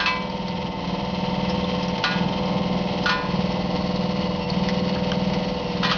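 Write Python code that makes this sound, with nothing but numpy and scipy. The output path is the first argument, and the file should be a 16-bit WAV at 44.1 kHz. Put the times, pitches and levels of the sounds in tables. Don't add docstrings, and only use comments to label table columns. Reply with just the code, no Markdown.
import sys
import numpy as np
from scipy import signal
from scipy.fft import rfft, irfft, next_fast_len
from scipy.io import wavfile
from scipy.ndimage import uniform_filter1d, map_coordinates

SR = 44100
rng = np.random.default_rng(int(sys.argv[2]) if len(sys.argv) > 2 else 0)


def waveform_to_disk(signal):
    frames = np.transpose(np.atleast_2d(signal))
    scaled = np.clip(frames, -1, 1) * 32767
    samples = np.round(scaled).astype(np.int16)
    wavfile.write(sys.argv[1], SR, samples)


N = 263541
T = np.arange(N) / SR
TURNS_PER_S = 20.02


def amp(db):
    return 10 ** (np.asarray(db) / 20)


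def unit(x):
    return x / np.sqrt(np.mean(x ** 2) + 1e-20)


def along(points, hz):
    f, values = np.transpose(points)
    return np.interp(np.log(hz + 1), np.log(f + 1), values)


def curves(rows):
    times_s, *columns = np.transpose(rows)
    return [np.interp(T, times_s, column) for column in columns]


def wobble(knots_per_s, t=T):
    coarse_s = np.linspace(0, T[-1], int(T[-1] * knots_per_s * 5) + 2)
    knots = rng.standard_normal(int(T[-1] * knots_per_s) + 4)
    return np.interp(t, coarse_s, map_coordinates(knots, [coarse_s * knots_per_s]))


def swell(at_s, width_s):
    return np.exp(-((T - at_s) / width_s) ** 2)


def filtered(x, response):
    size = next_fast_len(len(x) + 8192)
    return irfft(rfft(x, size) * response(np.fft.rfftfreq(size, 1 / SR)), size)[:len(x)]


def coloured(x, spectrum):
    return unit(filtered(x, lambda hz: amp(along(spectrum, hz))))


def resonance(hz, centre_hz, width_hz):
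    return 1j * hz * width_hz / (centre_hz ** 2 - hz ** 2 + 1j * hz * width_hz)


def add(track, at_s, sound):
    part = track[max(round(at_s * SR), 0):][:len(sound)]
    part += sound[:len(part)]


# f/Hz, t60/s
ROOM_DECAY = [(150, .25), (1000, 0.44), (6000, 0.17)]

def room(x):
    hz, t, bands = signal.stft(rng.standard_normal(SR // 2), SR, nperseg=256)
    decay = amp(-60 * t / along(ROOM_DECAY, hz)[:, None])
    tail = signal.istft(bands * decay, SR, nperseg=256)[1]
    return signal.fftconvolve(x, tail / np.linalg.norm(tail))[:N]


# t/s, f/Hz
BEARING_PITCH = [(1.6, 2034), (2.4, 2120), (3.0, 2160), (3.7, 1985)]

def bearing(level_db=-53, waver_db=3, jitter_hz=22):
    hz = curves(BEARING_PITCH)[0] + jitter_hz * wobble(40)
    tone = np.sqrt(2) * np.sin(2 * np.pi * np.cumsum(hz) / SR)
    return amp(level_db + waver_db * wobble(11)) * tone


# f/Hz, relative density/dB
STAND_SPECTRUM = [(13, -57.5), (28, -17), (102, -15), (186, -6.5), (244, -13), (332, -17), (444, -18.5),
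                  (500, -11), (657, -16.5), (820, -18.5), (893, -11), (1190, -29.5), (1300, -33.5),
                  (1690, -51), (2860, -120)]

def rumble(stand_db):
    stand = amp(stand_db + 1.3 * wobble(12)) * coloured(rng.standard_normal(N), STAND_SPECTRUM)
    murmur_colour = [(20, -34.5), (32, -12.5), (50, 4.5), (100, 1), (200, -13.5), (600, -37.5),
                     (3000, -61.5)]
    murmur_db = np.interp(T, [0, 2.5], [-45, -42])
    return stand + amp(murmur_db) * coloured(rng.standard_normal(N), murmur_colour)


# t/s, length/s, f/Hz, level/dB
AXLE_SQUEAKS = [(4.39, .1, 2720, -35), (5.62, .11, 2730, -39)]

def axle(jitter=.011, octave_db=-8):
    out = np.zeros(N)
    for at_s, length_s, hz, db in AXLE_SQUEAKS:
        t = T[:int(length_s * SR)]
        phase = 2 * np.pi * np.cumsum(hz * (1 + jitter * wobble(700, t))) / SR
        tone = np.sin(phase) + amp(octave_db) * np.sin(2 * phase)
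        add(out, at_s, amp(db) * np.sin(np.pi * t / length_s) * tone)
    return out


def quiet_links(per_s=2.5, level_db=-32.5, spread_db=3.5, low_hz=2970, high_hz=5340):
    ring_share, t60_s = .56, .06
    return [((i + when) / per_s, level_db + spread_db * (2 * size - 1),
             low_hz + pitch * (high_hz - low_hz), ring_share, t60_s)
            for i, (when, size, pitch) in enumerate(rng.random((30, 3)))]


# t/s, level/dB, f/Hz, ring share/0-1, t60/s
LOUD_LINKS = [(1.496, -30, 5260, .5, 0.094), (1.641, -28.5, 3500, 1, .05), (1.883, -30, 5520, .5, 0.048),
              (1.98, -30, 4200, 0, 0.076), (2.322, -33.5, 3660, 0.7, 0.098), (4.5, -22, 4390, .95, 0.039),
              (4.687, -19.5, 2040, 0.6, .056), (4.955, -31, 1430, 1, 0.17),
              (5.1178, -13.5, 3000, .8, 0.018), (5.118, -23.5, 1350, 1, 0.052),
              (5.335, -27.5, 2330, 0.2, 0.073)]

def chain(width_hz=520):
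    out, t = np.zeros(N), T[:SR // 5]
    tick_colour = [(600, -13), (1500, -1.5), (3200, -4), (5500, -3), (7000, -22.5)]
    for at_s, db, hz, ring_share, t60_s in LOUD_LINKS + quiet_links():
        ring = unit(filtered(rng.standard_normal(len(t)), lambda f: resonance(f, hz, width_hz) ** 2))
        tick = coloured(rng.standard_normal(len(t)), tick_colour)
        link = np.sqrt(ring_share) * ring + np.sqrt(1 - ring_share) * tick
        add(out, at_s, amp(db - 60 * t / t60_s) * link)
    return out


# f/Hz, relative level/dB, t60/s
TIN_MODES = [(1017, -1.5, .7), (1166, -7, .35), (1270, -5, .16), (1448, -6, .42), (1596, -9, .35),
             (1645, -6, .56), (1793, -6, .36), (1908, -7, .3), (2005, -9, .42), (2195, -16, .35),
             (2299, -15, .45), (2433, -10, .47), (2578, -10, .42), (2618, -9, .36), (2730, -10, .2),
             (2955, -9, .22), (3025, -6, .13), (3195, -11, .3), (3472, -10, .45), (3790, -9, .28),
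             (3989, -9, .24), (4178, -9, .32), (4323, -10, .34), (4540, -13, .3), (5220, -14, .3),
             (5770, -22, .23)]
# t/s, ring/dB, crack/dB, t60 factor, lowest-mode boost/dB, contact f/Hz, contact boost/dB
BUCKET_BLOWS = [(.001, -25.5, -22.5, 1.14, 2, 1570, 13.5), (0.0591, -26, -17, 0.8, -11.5, 2620, 14.5),
                (.075, -27, -29.5, 1.2, 12.5, 2299, 22), (2.039, -19.5, -13, 1, -4, 1420, 8.5),
                (2.11, -33, -24.5, 0.67, -9.5, 1645, 10), (3.0581, -25.5, -17, 0.84, -5, 1448, 18),
                (3.092, -21, -14.5, 1.14, 8, 2440, 1), (5.83, -27, -20, 0.78, 2, 1290, 11),
                (5.846, -27, -21, 1.2, 3, 1900, 10), (5.895, -27.5, -24, 0.91, 1.5, 1910, 9.5),
                (5.913, -26, -16, 0.44, -2.5, 1270, 16)]

def buckets(rise_s=.00057, crack_t60_s=.14, contact_width_hz=55, scatter_db=1.5):
    rings, cracks, t = np.zeros(N), np.zeros(N), T[:SR * 3 // 4]
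    hz, mode_db, t60_s = np.transpose(TIN_MODES)
    crack_colour = [(300, -27), (800, -1), (1300, 6), (1700, -9), (2200, -4.5), (3000, 3.5),
                    (4400, -1.5), (6000, -12.5), (7000, -20.5)]
    rise = 1 - np.exp(-t / rise_s)
    for at_s, ring_db, crack_db, stretch, lowest_db, contact_hz, boost_db in BUCKET_BLOWS:
        contact_db = boost_db * np.exp(-((hz - contact_hz) / contact_width_hz) ** 2)
        db = mode_db + contact_db + scatter_db * rng.standard_normal(len(hz))
        db[0] += lowest_db
        modes = np.sin(2 * np.pi * (hz[:, None] * t + rng.random((len(hz), 1))))
        decays = amp(db[:, None] - 60 * t / (stretch * t60_s[:, None]))
        add(rings, at_s, amp(ring_db) * rise * np.sum(decays * modes, axis=0))
        rattle = coloured(rng.standard_normal(len(t)), crack_colour)
        add(cracks, at_s, amp(crack_db - 60 * t / crack_t60_s) * rise * rattle)
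    return rings, cracks


# f/Hz, relative density/dB
SCRAPE_SPECTRUM = [(800, -19), (1200, -2), (1450, -1.5), (1680, -5), (1950, 3.5), (2350, 0), (3000, 0),
                   (3800, -0.5), (4400, -6), (5000, -4), (5600, -7.5), (6200, -23), (7000, -30)]
# f/Hz, width/Hz, relative level/dB facing the plants, same facing the sprocket
CASE_MODES = [(2120, 220, -12, -15), (2624, 120, -9, -16.5), (2890, 53, -10, -6.5), (3105, 130, -3, -13.5),
              (4116, 110, -8, -15), (4370, 160, -18.5, -5.5)]

def rasp(turns, press, level_db, repeat_share=.6, grain_db=1.6, case_db=-3.5, hiss_db=-1.5):
    roughness = rng.standard_normal(SR // 20)
    teeth = map_coordinates(roughness, [turns % 1 * len(roughness)], mode="grid-wrap")
    scrape = np.sqrt(repeat_share) * teeth + np.sqrt(1 - repeat_share) * rng.standard_normal(N)
    scrape *= amp(grain_db * wobble(600) + 1.1 * wobble(30) + .9 * press)
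    facing = np.interp(T, [2.4, 3.8], [0, 1])
    case = np.zeros(N)
    for hz, width_hz, plants_db, sprocket_db in CASE_MODES:
        ring = unit(filtered(scrape * amp(2 * press), lambda f: resonance(f, hz, width_hz)))
        case += amp(plants_db + facing * (sprocket_db - plants_db) + wobble(3.5)) * ring
    return amp(level_db) * (amp(case_db) * case + amp(hiss_db) * coloured(scrape, SCRAPE_SPECTRUM))


def mesh(turns, orders, waver_db, slip_rad):
    step = 8
    t, shaft = T[::step], turns[::step]
    lines = np.zeros(len(t))
    for order, db in orders:
        gain = amp(db + waver_db * wobble(3.962, t))
        phase = 2 * np.pi * (order * shaft + rng.random()) + slip_rad * wobble(6, t)
        lines += gain * np.cos(phase)
    return unit(signal.resample_poly(lines, step, 1)[:N])


# shaft order, relative level/dB
WHINE_ORDERS = [(24, -6.5), (25, 3.5), (26, -12.5), (28, -18), (29, -2.5), (30, -8), (31, -6), (32, -8)]
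# f/Hz, relative level/dB
BUZZ_SPECTRUM = [(270, 4.5), (340, 1), (400, -3), (460, -11.5), (640, -23.5), (700, 0.5), (780, 2),
                 (830, -10), (900, 2), (950, -6), (1080, 0.5), (1140, -12.5), (1270, -13.5)]

def gears(turns, press, whine_db, buzz_db, swing_db=4.5, swing_from_hz=960):
    whine = mesh(turns, WHINE_ORDERS, waver_db=1.2, slip_rad=.2)
    upper = mesh(turns, [(45, 0), (46, -4)], waver_db=2, slip_rad=.3)
    upper_db = np.interp(T, [1.9, 3.4], [-38, -45])
    orders = np.arange(14, 66)
    buzz_lines = zip(orders, along(BUZZ_SPECTRUM, orders * TURNS_PER_S))
    buzz = mesh(turns, buzz_lines, waver_db=3, slip_rad=.3)
    top = filtered(buzz, lambda hz: hz > swing_from_hz)
    buzz = buzz - top + top * unit(amp(swing_db * press))
    return amp(whine_db) * whine + amp(upper_db) * upper + amp(buzz_db) * buzz


# shaft order, relative level/dB
HUM_ORDERS = [(1, -38), (2, -21), (3, -26.5), (4, -15), (5, -21.5), (6, -21.5), (7, -7), (8, -16), (9, 1),
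              (10, -2), (11, -30.5), (12, -14.5), (13, -26.5)]

def frame(turns, side, knock_gain, level_db, first_knock_s=.0495, frame_hz=184, width_hz=75):
    shaft = turns - first_knock_s * TURNS_PER_S
    hum = np.zeros(N)
    for order, db in HUM_ORDERS:
        lag_rad = np.angle(resonance(order * TURNS_PER_S, frame_hz, width_hz=42))
        flip = side if order % 2 else 1
        hum += flip * amp(db) * np.cos(2 * np.pi * order * shaft + lag_rad)
    half_turn = np.diff(np.floor(2 * shaft), prepend=0) > 0
    contact = half_turn & (side * np.cos(2 * np.pi * shaft) > .5)
    body = lambda hz: resonance(hz, frame_hz, width_hz) ** 2
    panel = lambda hz: amp(-20) * resonance(hz, 770, 260) ** 2
    thud = filtered(contact * knock_gain, lambda hz: body(hz) + panel(hz)) * SR / (np.pi * width_hz)
    return amp(level_db) * (amp(wobble(4)) * unit(hum) + amp(8.5) * thud)


# t/s, relative knock level/dB
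BUCKET_LIFTS = [(.765, -15), (2.022, -1), (3.21, -3.5), (4.42, -7), (5.64, -6)]
# t/s, hum/dB, whine/dB, buzz/dB, rasp/dB
DRIVE_LEVELS = [(0, -34.5, -39, -38, -41), (.5, -30, -36, -37, -40.5), (1.45, -26.5, -32, -34, -37.5),
                (2.8, -25, -31.5, -32.5, -37.5), (4, -25, -31.5, -34.5, -37.5),
                (5.3, -25.5, -30, -34, -36.5), (5.95, -29, -31.5, -36, -37.5)]

def motor(sag_turns_per_s=.52, sag_delay_s=.1, jolt_delay_s=.17, jolt_width_s=.08, press_turns=.45):
    lifts_s = [at_s for at_s, _ in BUCKET_LIFTS]
    slack = sum(swell(at_s, width_s=.081) for at_s in lifts_s)
    sag = sum(swell(at_s + sag_delay_s, width_s=.15) for at_s in lifts_s)
    jolts = [swell(at_s + jolt_delay_s, jolt_width_s) for at_s in lifts_s]
    knock_gain = sum(amp(db) * pulse for (_, db), pulse in zip(BUCKET_LIFTS, jolts))
    jolt = sum(jolts)
    turns = np.cumsum(TURNS_PER_S - sag_turns_per_s * sag) / SR
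    side = uniform_filter1d((-1.) ** np.searchsorted(lifts_s, T), size=1300)
    press = side * np.cos(2 * np.pi * (turns - press_turns))
    hum_db, whine_db, buzz_db, rasp_db = curves(DRIVE_LEVELS)
    hum_db += .6 * jolt - 5.5 * slack
    whine_db -= 2.5 * sag
    buzz_db += jolt + .5 * slack
    rasp_db += .7 * jolt - 2.5 * slack
    return (frame(turns, side, knock_gain, hum_db) + gears(turns, press, whine_db, buzz_db)
            + rasp(turns, press, rasp_db) + rumble(buzz_db + 2))


def scene():
    drive = motor() + bearing()
    rings, cracks = buckets()
    metal = rings + chain() + axle()
    echo = room(amp(-15) * metal + amp(-7) * cracks)
    return (drive + metal + cracks + echo)[None]


def gain_control(x, threshold_db=-17.5, sense_from_hz=1000, recovery_db_per_s=29.5):
    power = uniform_filter1d(filtered(x, lambda hz: hz > sense_from_hz) ** 2, size=300)
    over_db = np.maximum(10 * np.log10(np.abs(power) + 1e-12) - threshold_db, 0)
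    recovery_db = recovery_db_per_s * T
    return x * amp(recovery_db - np.maximum.accumulate(over_db + recovery_db))


def record(dry):
    roll_off, top_hz = [(5600, -.5), (6400, -5), (7100, -25.5)], 7100
    return filtered(gain_control(dry[0]), lambda hz: amp(along(roll_off, hz)) * (hz < top_hz))[None]


dry = scene()
out = record(dry)
waveform_to_disk(out)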